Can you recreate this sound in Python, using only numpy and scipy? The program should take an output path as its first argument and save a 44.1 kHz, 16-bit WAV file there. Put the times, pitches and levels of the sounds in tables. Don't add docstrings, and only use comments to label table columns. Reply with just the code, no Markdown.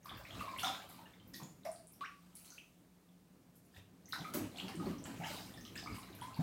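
import sys
import numpy as np
from scipy import signal
from scipy.fft import rfft, irfft, next_fast_len
from scipy.io import wavfile
from scipy.ndimage import map_coordinates

SR = 44100
rng = np.random.default_rng(int(sys.argv[2]) if len(sys.argv) > 2 else 0)


def generate_wav(sig):
    pcm = np.round(np.clip(np.atleast_2d(sig).T, -1, 1) * 32767).astype(np.int16)
    wavfile.write(sys.argv[1], SR, pcm)


def elevation(decibels):
    levels = np.asarray(decibels, float)
    return 10 ** (levels / 20)


N = 283122


def drips():
    # [t/s, peak level/dB, f/Hz, life/cycles]
    plops = [(0.056, -43.5, 1147, 18), (0.118, -43.5, 1180, 12), (0.253, -45.5, 2010, 11),
             (0.408, -35.5, 1190, 15), (0.476, -39.5, 1047, 23), (0.533, -43.5, 1052, 39),
             (0.99, -45, 896, 11), (1.34, -48.5, 1867, 29), (1.399, -44.5, 980, 5.9),
             (2.52, -56.5, 1425, 15), (3.764, -55, 1820, 13), (4.131, -28, 1394, 6.8),
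             (4.249, -40.5, 1250, 22), (4.341, -45, 586, 20), (4.545, -48.5, 753, 12.5),
             (4.62, -50, 760, 9.2), (4.684, -48, 782, 26), (4.798, -42, 1228, 18), (4.859, -46, 531, 13),
             (5.199, -41, 688, 6.3), (5.237, -41.5, 864, 14), (5.575, -52.5, 1810, 31),
             (5.65, -58, 1210, 21), (5.76, -40.5, 1726, 19), (5.826, -47.5, 736, 11),
             (5.86, -38, 1167, 7.9), (5.98, -48.5, 1040, 18), (6.218, -39, 974, 18),
             (6.367, -45, 900, 10.3), (6.393, -43, 730, 12)]
    plinks = [(0.0312, -55, 6200, 12), (0.094, -39.5, 3430, 19), (0.251, -43, 2390, 12.4),
              (0.3071, -41, 3250, 17), (0.352, -43, 3800, 10), (0.3957, -42, 2660, 18),
              (0.562, -40.5, 2130, 14), (0.594, -30.5, 3260, 9.7), (0.6453, -26.5, 3470, 14.2),
              (0.664, -38, 3500, 10), (1.1367, -64, 2100, 22), (1.339, -44, 5200, 18),
              (1.433, -44.5, 6870, 20), (1.634, -55, 3720, 12), (1.6524, -42.5, 5340, 10.5),
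              (1.76, -49.5, 4460, 8.9), (1.937, -56, 5500, 14), (2.37, -52, 4520, 12),
              (2.447, -53, 2860, 7.5), (2.504, -41.5, 6070, 14), (2.5387, -51, 4600, 11),
              (3.089, -65, 3400, 16), (3.747, -54, 3480, 11), (3.764, -51, 3610, 12)]
    runoff = [(4.0573, -46.5, 6070, 15), (4.1095, -56, 2950, 11), (4.1246, -32.5, 3930, 19),
              (4.4405, -41.5, 2410, 4.7), (4.56, -43, 3340, 11), (4.585, -35.5, 2790, 11.5),
              (4.599, -38, 3220, 16), (4.681, -42, 2760, 12), (4.859, -47, 4400, 18),
              (4.9836, -48.5, 5730, 15), (5.0588, -50, 3100, 4.4), (5.236, -42, 2750, 17),
              (5.54, -49.5, 3500, 23), (5.6508, -43, 3160, 10.3), (5.7553, -38, 2460, 8.2),
              (5.777, -38.5, 5050, 23), (5.872, -42, 2240, 26), (6.03, -52, 3920, 20),
              (6.213, -45, 3230, 21), (6.331, -56, 2600, 13)]
    hidden = [(.435, -43, 657, 8.9), (.632, -32.5, 1359, 25), (.634, -33, 766, 32.5),
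              (.668, -34.5, 5050, 14), (1.057, -57.5, 1760, 24), (1.2, -61, 3500, 15),
              (1.65, -37.5, 651, 29), (1.653, -44, 1900, 6.8), (2.048, -49.5, 5500, 13),
              (3.8, -67, 1870, 8), (4.124, -31.5, 4740, 7), (4.133, -35.5, 1850, 7.9),
              (4.185, -42, 5600, 7.2), (4.19, -46, 760, 13), (4.573, -39, 4050, 9.1),
              (5.2366, -45, 1930, 17), (5.3, -46, 580, 11), (5.575, -46.5, 5100, 12), (5.61, -47, 6100, 14),
              (5.63, -50, 233, 10.5), (5.652, -38.5, 5100, 5.2), (5.767, -50.5, 3500, 29),
              (6.344, -43.5, 4380, 13), (6.388, -32, 246, 6.3)]
    patter = [(0.068, -46, 1070, 11.5), (.15, -50, 4700, 16), (0.4466, -43.5, 1125, 18),
              (.472, -49, 3700, 12), (0.489, -46, 2270, 14), (.585, -36, 2770, 13.6),
              (.615, -50, 2800, 9.2), (.627, -43, 3500, 11), (.679, -31, 3380, 13), (1.344, -44, 4540, 17),
              (1.341, -44, 6250, 14), (1.414, -46, 850, 5.2), (1.424, -55, 694, 6.3),
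              (1.666, -46.5, 673, 25), (1.684, -45, 632, 38), (2.478, -53, 4170, 14),
              (2.522, -52, 4500, 12), (4.083, -57.5, 1980, 14), (4.209, -44, 3380, 13),
              (4.245, -41, 2180, 8.1), (4.585, -46.5, 7350, 14), (4.618, -46, 3120, 15),
              (4.692, -47, 1040, 9.2), (4.826, -44, 820, 16), (5.02, -52, 600, 9.3), (5.075, -48, 700, 9),
              (5.212, -37.5, 767, 6.2), (5.225, -38, 700, 6), (5.2202, -43, 2080, 6.7),
              (5.2344, -42, 1670, 17), (5.245, -37, 3010, 16), (5.256, -42, 876, 15.5),
              (5.258, -38.5, 2090, 9.5), (5.262, -48, 3830, 15), (5.28, -45, 4800, 16),
              (5.294, -53, 920, 14), (5.297, -44, 2300, 14), (5.335, -60, 945, 8.4), (5.365, -43, 3770, 20),
              (5.43, -46, 4900, 14), (5.506, -55, 1850, 13), (5.663, -48.5, 3900, 14),
              (5.678, -48, 3050, 14), (5.782, -40, 2750, 6.7), (5.79, -44, 5930, 13),
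              (5.839, -41, 4790, 15), (5.8739, -39.5, 1177, 11), (5.927, -49, 4800, 22),
              (5.944, -45, 2600, 6.3), (6.02, -54, 2280, 13)]
    scattered = [(.06, -44.5, 4600, 6.6), (.098, -50, 3150, 20), (.128, -55, 3400, 16), (.15, -55, 2150, 14),
                 (.16, -50, 3330, 14), (.175, -53, 2600, 14), (.2, -53, 1510, 12), (.215, -61, 1250, 8.3),
                 (.272, -55, 3950, 12), (0.329, -54, 2830, 14), (.385, -47, 6700, 8.7),
                 (.632, -31.5, 5800, 10), (.643, -44, 3080, 11), (0.651, -40, 3900, 10),
                 (.665, -40, 1020, 18), (.69, -37, 3850, 12), (0.726, -44, 3200, 12), (.74, -41, 3700, 15),
                 (.755, -48, 3450, 12), (1.338, -50, 7400, 12), (1.343, -50.5, 3480, 33),
                 (1.352, -44.5, 3930, 14), (1.432, -57, 3340, 22), (1.908, -67, 2400, 10),
                 (2.582, -47, 2810, 9.3), (3.74, -58, 1730, 11), (3.769, -50, 2500, 8), (3.78, -61, 3020, 8),
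                 (3.855, -57, 2600, 4.7), (4.113, -54, 4200, 10), (4.134, -44, 830, 4.5),
                 (4.16, -41, 955, 7), (4.19, -44, 3900, 14), (4.205, -50, 900, 8), (4.282, -47, 1305, 31),
                 (4.646, -46.5, 870, 11), (4.683, -35, 4500, 3.3), (4.719, -50.5, 1780, 12),
                 (4.75, -52, 2960, 16), (4.87, -44, 1050, 8.1), (4.912, -50, 2770, 6.7),
                 (4.918, -48, 1146, 11), (4.941, -54, 1080, 11), (5.056, -46.5, 1660, 7.8),
                 (5.795, -44, 3550, 15), (5.956, -48, 2120, 13), (6.128, -51, 3700, 10),
                 (6.28, -48.5, 1027, 30)]
    lone = [
        (1.056, -57, 2820, 26),
        (1.135, -57, 3520, 22),
        (1.199, -59, 3130, 34),
    ]
    # [t/s, peak level/dB, f/Hz]
    ticks = [(0.0467, -38, 12700), (0.172, -33, 14800), (0.402, -43, 12700), (0.575, -50, 7790),
             (0.8918, -36, 11500), (1.277, -39, 14100), (1.3592, -34, 12300), (1.7167, -35, 9000),
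             (1.871, -39.5, 9250), (1.923, -39, 12100), (2.354, -32.5, 10200), (3.3936, -62, 13800),
             (3.559, -52, 11300), (4.0878, -37, 14100), (4.125, -35.5, 11500), (4.345, -18, 14800),
             (4.572, -45, 7400), (4.7552, -40, 8400), (5.0402, -35.5, 7300), (5.539, -47, 8930),
             (5.7581, -38.5, 7320), (5.9448, -44, 9250), (5.9657, -47, 8250), (5.9874, -38.5, 10300),
             (6.1508, -36, 11900), (6.2137, -39, 9400), (6.2775, -49, 7000), (6.3628, -43, 11500)]

    tick_cycles, heavy_hz, spots = 8.5, 400, 5
    droplets = np.insert(np.array(ticks, float), 3, tick_cycles, axis=1)
    rows = np.vstack([plops, plinks, runoff, droplets, hidden, patter, scattered, lone])
    s, db, hz, cycles = rows.T
    rise = 12 * 0.014 * (12 / cycles) / (1 + (heavy_hz / hz) ** 4)
    rows = np.column_stack([s, db, hz, rise, cycles])
    return sum(tiles(bubbles(rows[k::spots], size=3000), 2.5, 4) for k in range(spots))


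def sweeps():
    # [t/s, peak level/dB, first f/Hz, last f/Hz, length/s]
    cavities = [
        (0.587, -37, 2940, 3650, 0.0046),
        (1.651, -43.5, 640, 940, 0.0316),
        (2.009, -40.5, 1136, 3430, .059),
        (2.58, -46, 2476, 3390, 0.012),
        (4.5985, -35.5, 2660, 4752, 0.0053),
    ]
    held_per_s, thins_db = 5.2, 11.5
    dry = np.zeros(N)
    for s, db, first_hz, last_hz, length_s in cavities:
        u = np.linspace(0, 1, round(length_s * SR))
        held = held_per_s * length_s
        shrunk = np.clip((u - held) / (1 - held), 0, 1)
        hz = first_hz * (last_hz / first_hz) ** shrunk ** 1.2
        strength = elevation(db - thins_db * np.sqrt(shrunk)) * signal.windows.tukey(len(u), .2)
        dry[round(s * SR):][:len(u)] += strength * np.sin(2 * np.pi * np.cumsum(hz) / SR)
    return tiles(dry, 1.4, 0.89, loss_db=6.5)


def slaps():
    # [t/s, peak level/dB, dull share/0-1]
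    sheets = [(0.057, -36.5, 0.5), (0.405, -31.5, 0.53), (0.5955, -24.5, 0.26), (0.634, -22.5, 0.45),
              (1.335, -39, 0.01), (1.403, -42, 0.6), (1.6497, -33, 0.38), (2.0092, -31, 0.79),
              (2.455, -41.5, 0.01), (3.764, -57, 0.4), (4.1288, -35, 0.1), (4.3385, -27, 1),
              (4.444, -57, 0.7), (4.572, -42, 0), (4.682, -25.5, 0.7), (5.055, -31, 0.55), (5.651, -48, 1),
              (5.754, -34, 0.5), (6.226, -33, 0.64)]
    # [t/s, peak level/dB]
    sprays = [(0.172, -59), (0.577, -45), (0.8905, -58), (2.352, -47.5), (2.446, -47), (2.529, -52),
              (3.555, -55.5), (3.65, -63), (4.0895, -49), (4.338, -35), (5.948, -52)]
    slap_s, spray_s = 0.0045, 0.0022
    dry = np.zeros(N + SR)
    t = np.arange(SR // 20) / SR
    for s, db, dull in sheets:
        noise = rng.standard_normal(len(t)) * elevation(db - 9 - 20 * t / slap_s)
        sharp = passed(noise, "high", hz=860)
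        dry[round(s * SR):][:len(t)] += (1 - dull) * sharp + 2 * dull * passed(sharp, "low", hz=3500)
    for s, db in sprays:
        noise = rng.standard_normal(len(t)) * elevation(db + 4.5 - 20 * t / spray_s)
        dry[round(s * SR):][:len(t)] += passed(noise, "high", hz=7000)
    return tiles(dry[:N], -2.5, 4)


def stir():
    surges = [(.09, -60.5, -5, 0.054, 0.41), (.41, -54.5, 1.5, 0.42, 0.76), (.655, -45, -0.5, 0.074, 0.26),
              (.9, -59.5, 9, .01, 0.26), (1, -63.5, 2, .15, 0.26), (1.35, -62.5, 17.5, .01, 0.25),
              (1.66, -64, -6.5, 0.017, 0.12), (1.72, -69, 14, 0.043, .3), (1.885, -77, 12, .01, .25),
              (2.1, -73.5, 9, .25, 1.4), (2.362, -67, 22, 0.013, 0.37), (2.58, -70, 1.5, 1, 0.11),
              (3.775, -62.5, 3.5, 0.087, 0.098), (4.14, -56.5, 2, 0.017, 0.35), (4.3, -58, 6, 0.25, 0.054),
              (4.35, -50, 4.5, 0.024, 0.19), (4.59, -57.5, 2, 0.11, 0.42), (4.87, -60, 5.5, 0.58, 0.32),
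              (5.06, -60, -4, 0.025, 0.22), (5.27, -48, 1, 0.05, 0.22), (5.35, -48.5, 3.5, 0.35, 0.26),
              (5.67, -65.5, 14, 0.5, 0.29), (5.768, -56.5, 3.5, 0.02, 0.55), (5.955, -54, 0.5, 0.031, 0.24),
              (6.36, -59.5, 0, 0.83, 1.1)]
    calm_db = -84
    gurgle = elevation(-1) * swells(surges, lean=-1.6, rest_db=calm_db + 1.5)
    trickle = elevation(-4) * swells(surges, lean=-0.071, rest_db=calm_db)
    fizz = elevation(-9.5) * swells(surges, lean=0.7, rest_db=calm_db + 9.5)
    water = gurgle * swarm(count=900, mid_hz=1107, spread=0.4107, cycles=10)
    water += trickle * swarm(count=2500, mid_hz=3635, spread=0.417, cycles=9.1)
    water += fizz * elevation(-4.5) * swarm(count=2500, mid_hz=14800, spread=0.096, cycles=7.8)
    water += fizz * elevation(-3.5) * swarm(count=6000, mid_hz=12000, spread=0.416, cycles=2.8)
    return water


def tub():
    heaves = [(.16, -58, 9.5, 0.16, 0.23), (.37, -51, 3.5, 0.12, 0.13), (.57, -55.5, -4, 0.35, 1.87),
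              (1.43, -48, -18, 0.087, 0.16), (3.79, -63.5, 1.5, 0.16, 0.11), (4.22, -47, -14, 0.12, 0.11),
              (4.36, -40.5, -14, 0.083, 0.28), (4.45, -47, -2.5, 0.091, 0.1), (4.64, -47, -9, 0.17, 0.29),
              (4.8, -56, -9, 0.062, 0.15), (4.91, -39, -6, 0.27, 0.094), (5.1, -49, -5, 1.4, 2.7),
              (5.61, -56.5, 6, 0.1, 0.047), (5.93, -45, -0.5, 0.1, 0.09), (6.22, -54, -0.5, 0.24, 0.15),
              (6.41, -35.5, -3, 0.033, .3)]
    # [f/Hz, width/Hz, level/dB]
    deep_modes = [(71, 24, -9.5), (100.7, 14.7, -0.5)]
    # [f/Hz, width/Hz, level/dB]
    hollow_modes = [(159, 6.9, -1.5), (188.6, 29, 9.5), (254, 38, 6), (295.7, 20, 0), (420, 13, -39)]
    deep = swells(heaves, lean=1, rest_db=-79) * coloured(lambda f: resonance(deep_modes, f))
    hollow = swells(heaves, lean=0, rest_db=-67) * coloured(lambda f: resonance(hollow_modes, f))
    lumps = elevation(1.94 * wobble(12))
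    return lumps * elevation(-4) * (deep + hollow)


def bumps():
    # [t/s, peak level/dB, f/Hz, life/cycles]
    knocks = [(0.117, -42, 192, 2), (0.346, -44, 182.4, 4.7), (0.646, -41.5, 271, 5),
              (1.417, -43, 147, 8.6), (3.765, -49, 99, 4.4), (3.854, -61, 168, 4.8),
              (4.194, -38.5, 142, 6.5), (4.345, -26, 302, 3.1), (4.362, -30, 330, 4.5),
              (4.385, -34.5, 294, 5), (4.741, -34.5, 317, 4.1), (4.765, -32.5, 182, 8.1),
              (4.791, -32.5, 302, 5.5), (4.855, -34, 207, 4.5), (4.862, -31.5, 373, 4.6),
              (4.885, -35, 190.5, 5.6), (4.943, -35, 270, 5), (4.99, -42, 300, 5.4), (5.076, -38, 280, 6.5),
              (5.091, -44, 198, 4), (5.191, -28.5, 159, 2.9), (5.9, -40.5, 213, 5.2),
              (6.095, -45.5, 333, 4.3), (6.208, -45, 114, 10), (6.241, -51, 110, 3.2),
              (6.25, -46.5, 283, 6.6), (6.385, -21, 155, 4.2)]
    rows = np.insert(np.array(knocks), 3, 0, axis=1)
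    return tiles(bubbles(rows, size=5000), -0.8, 1.8)


def hush():
    # [f/Hz, density/dB per Hz]
    hiss_curve = [(20, -39), (40, -10), (75, -8.5), (110, -10.5), (180, -9), (300, -13), (450, -16.5),
                  (860, -24), (1500, -28), (3000, -31.5), (8000, -32.5), (12000, -34.5), (16000, -33.5)]
    fan_hz, fan_width_hz, fan_db, hiss_db = 177, 6, -69, -71
    hum = coloured(lambda hz: 1 / (1 + ((hz - fan_hz) / fan_width_hz) ** 2))
    hiss = coloured(lambda hz: elevation(along(hiss_curve, hz)))
    return elevation(hiss_db) * hiss + elevation(fan_db) * hum


def tiles(x, direct_db, wet_db, loss_db=6):
    # [f/Hz, t60/s]
    decay = [(150, 0.36), (700, 0.41), (3000, 0.37), (8000, 0.61), (15000, 0.19)]
    hz, t, z = signal.stft(rng.standard_normal(SR * 2 // 3), SR, nperseg=256)
    spill_db = -loss_db / (1 + np.exp((.08 - t) / 0.042))
    decay_db = -60 * t / along(decay, hz)[:, None]
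    tail = signal.istft(z * elevation(spill_db + decay_db), SR, nperseg=256)[1]
    tail = tail * (1 - np.exp(-np.arange(len(tail)) / SR / .002))
    direct = passed(x, "low", hz=10500)
    wet = signal.fftconvolve(x, tail / np.linalg.norm(tail))[:N]
    return elevation(direct_db) * direct + elevation(wet_db) * wet


def bubbles(rows, size):
    s, db, hz, rise, cycles = np.transpose(rows)[:, :, None]
    t = np.arange(size) / SR
    age = t * hz / np.maximum(cycles, 1)
    phase = 2 * np.pi * hz * t * (1 + rise * (np.minimum(age, 2) / 2 - .3))
    audible = hz * (1 + rise * age) < SR / 2
    swell = 1 - np.exp(-(t * hz / (1 + .05 * cycles)) ** 2)
    ring = elevation(db - 20 * age) * swell * np.sin(phase) * audible
    where = np.round(s * SR).astype(int) + np.arange(size)
    return np.bincount(where.ravel(), ring.ravel(), N + SR)[:N]


def swarm(count, mid_hz, spread, cycles):
    draw = rng.random((count, 2))
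    s, db = draw[:, 0] * N / SR, -9 * draw[:, 1]
    hz = mid_hz * np.exp(spread * (np.abs(rng.standard_normal(count) + 1.6) - 1.6))
    rows = np.column_stack([s, db, hz, np.full(count, .25), np.full(count, cycles)])
    return unit(tiles(bubbles(rows, size=int(6.8 * cycles / mid_hz * SR)), -1.4, 0))


def swells(rows, lean, rest_db):
    hop = 256
    s, db, colour_db, rise, fall = np.transpose(rows)[:, :, None]
    t = np.arange(0, N + hop, hop) / SR - s
    level_db = db + lean * colour_db - 20 * np.maximum(-t / rise, t / fall)
    power = elevation(2 * level_db).sum(axis=0) + elevation(2 * rest_db)
    return np.interp(np.arange(N), np.arange(len(power)) * hop, np.sqrt(power))


def resonance(modes, f):
    return sum(elevation(db) * 1j * f * w / (c * c - f * f + 1j * f * w) for c, w, db in modes)


def coloured(response):
    m = next_fast_len(N)
    spectrum = rfft(rng.standard_normal(m)) * response(np.fft.rfftfreq(m, 1 / SR))
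    return unit(irfft(spectrum, m)[:N])


def wobble(rate_hz):
    knots = rng.standard_normal(int(N * rate_hz / SR) + 4)
    return map_coordinates(knots, [np.arange(N) * rate_hz / SR])


def along(points, hz):
    f, v = np.transpose(points)
    return np.interp(np.log(hz + 1), np.log(f + 1), v)


def passed(x, kind, hz):
    return signal.sosfilt(signal.butter(2, hz, kind, fs=SR, output="sos"), x)


def unit(x):
    return x / np.sqrt(np.mean(x ** 2) + 1e-20)


def scene():
    return (drips() + sweeps() + slaps() + stir() + tub() + bumps() + hush())[None]


def band_limit(x):
    return signal.sosfilt(signal.butter(12, 16620, fs=SR, output="sos"), x)


def record(dry):
    low_hz, top_hz = 38.2, 15900
    spectrum = rfft(passed(dry, "high", hz=low_hz))
    kept = irfft(spectrum * (np.fft.rfftfreq(N, 1 / SR) < top_hz), N)
    return band_limit(kept)


dry = scene()
out = record(dry)
generate_wav(out)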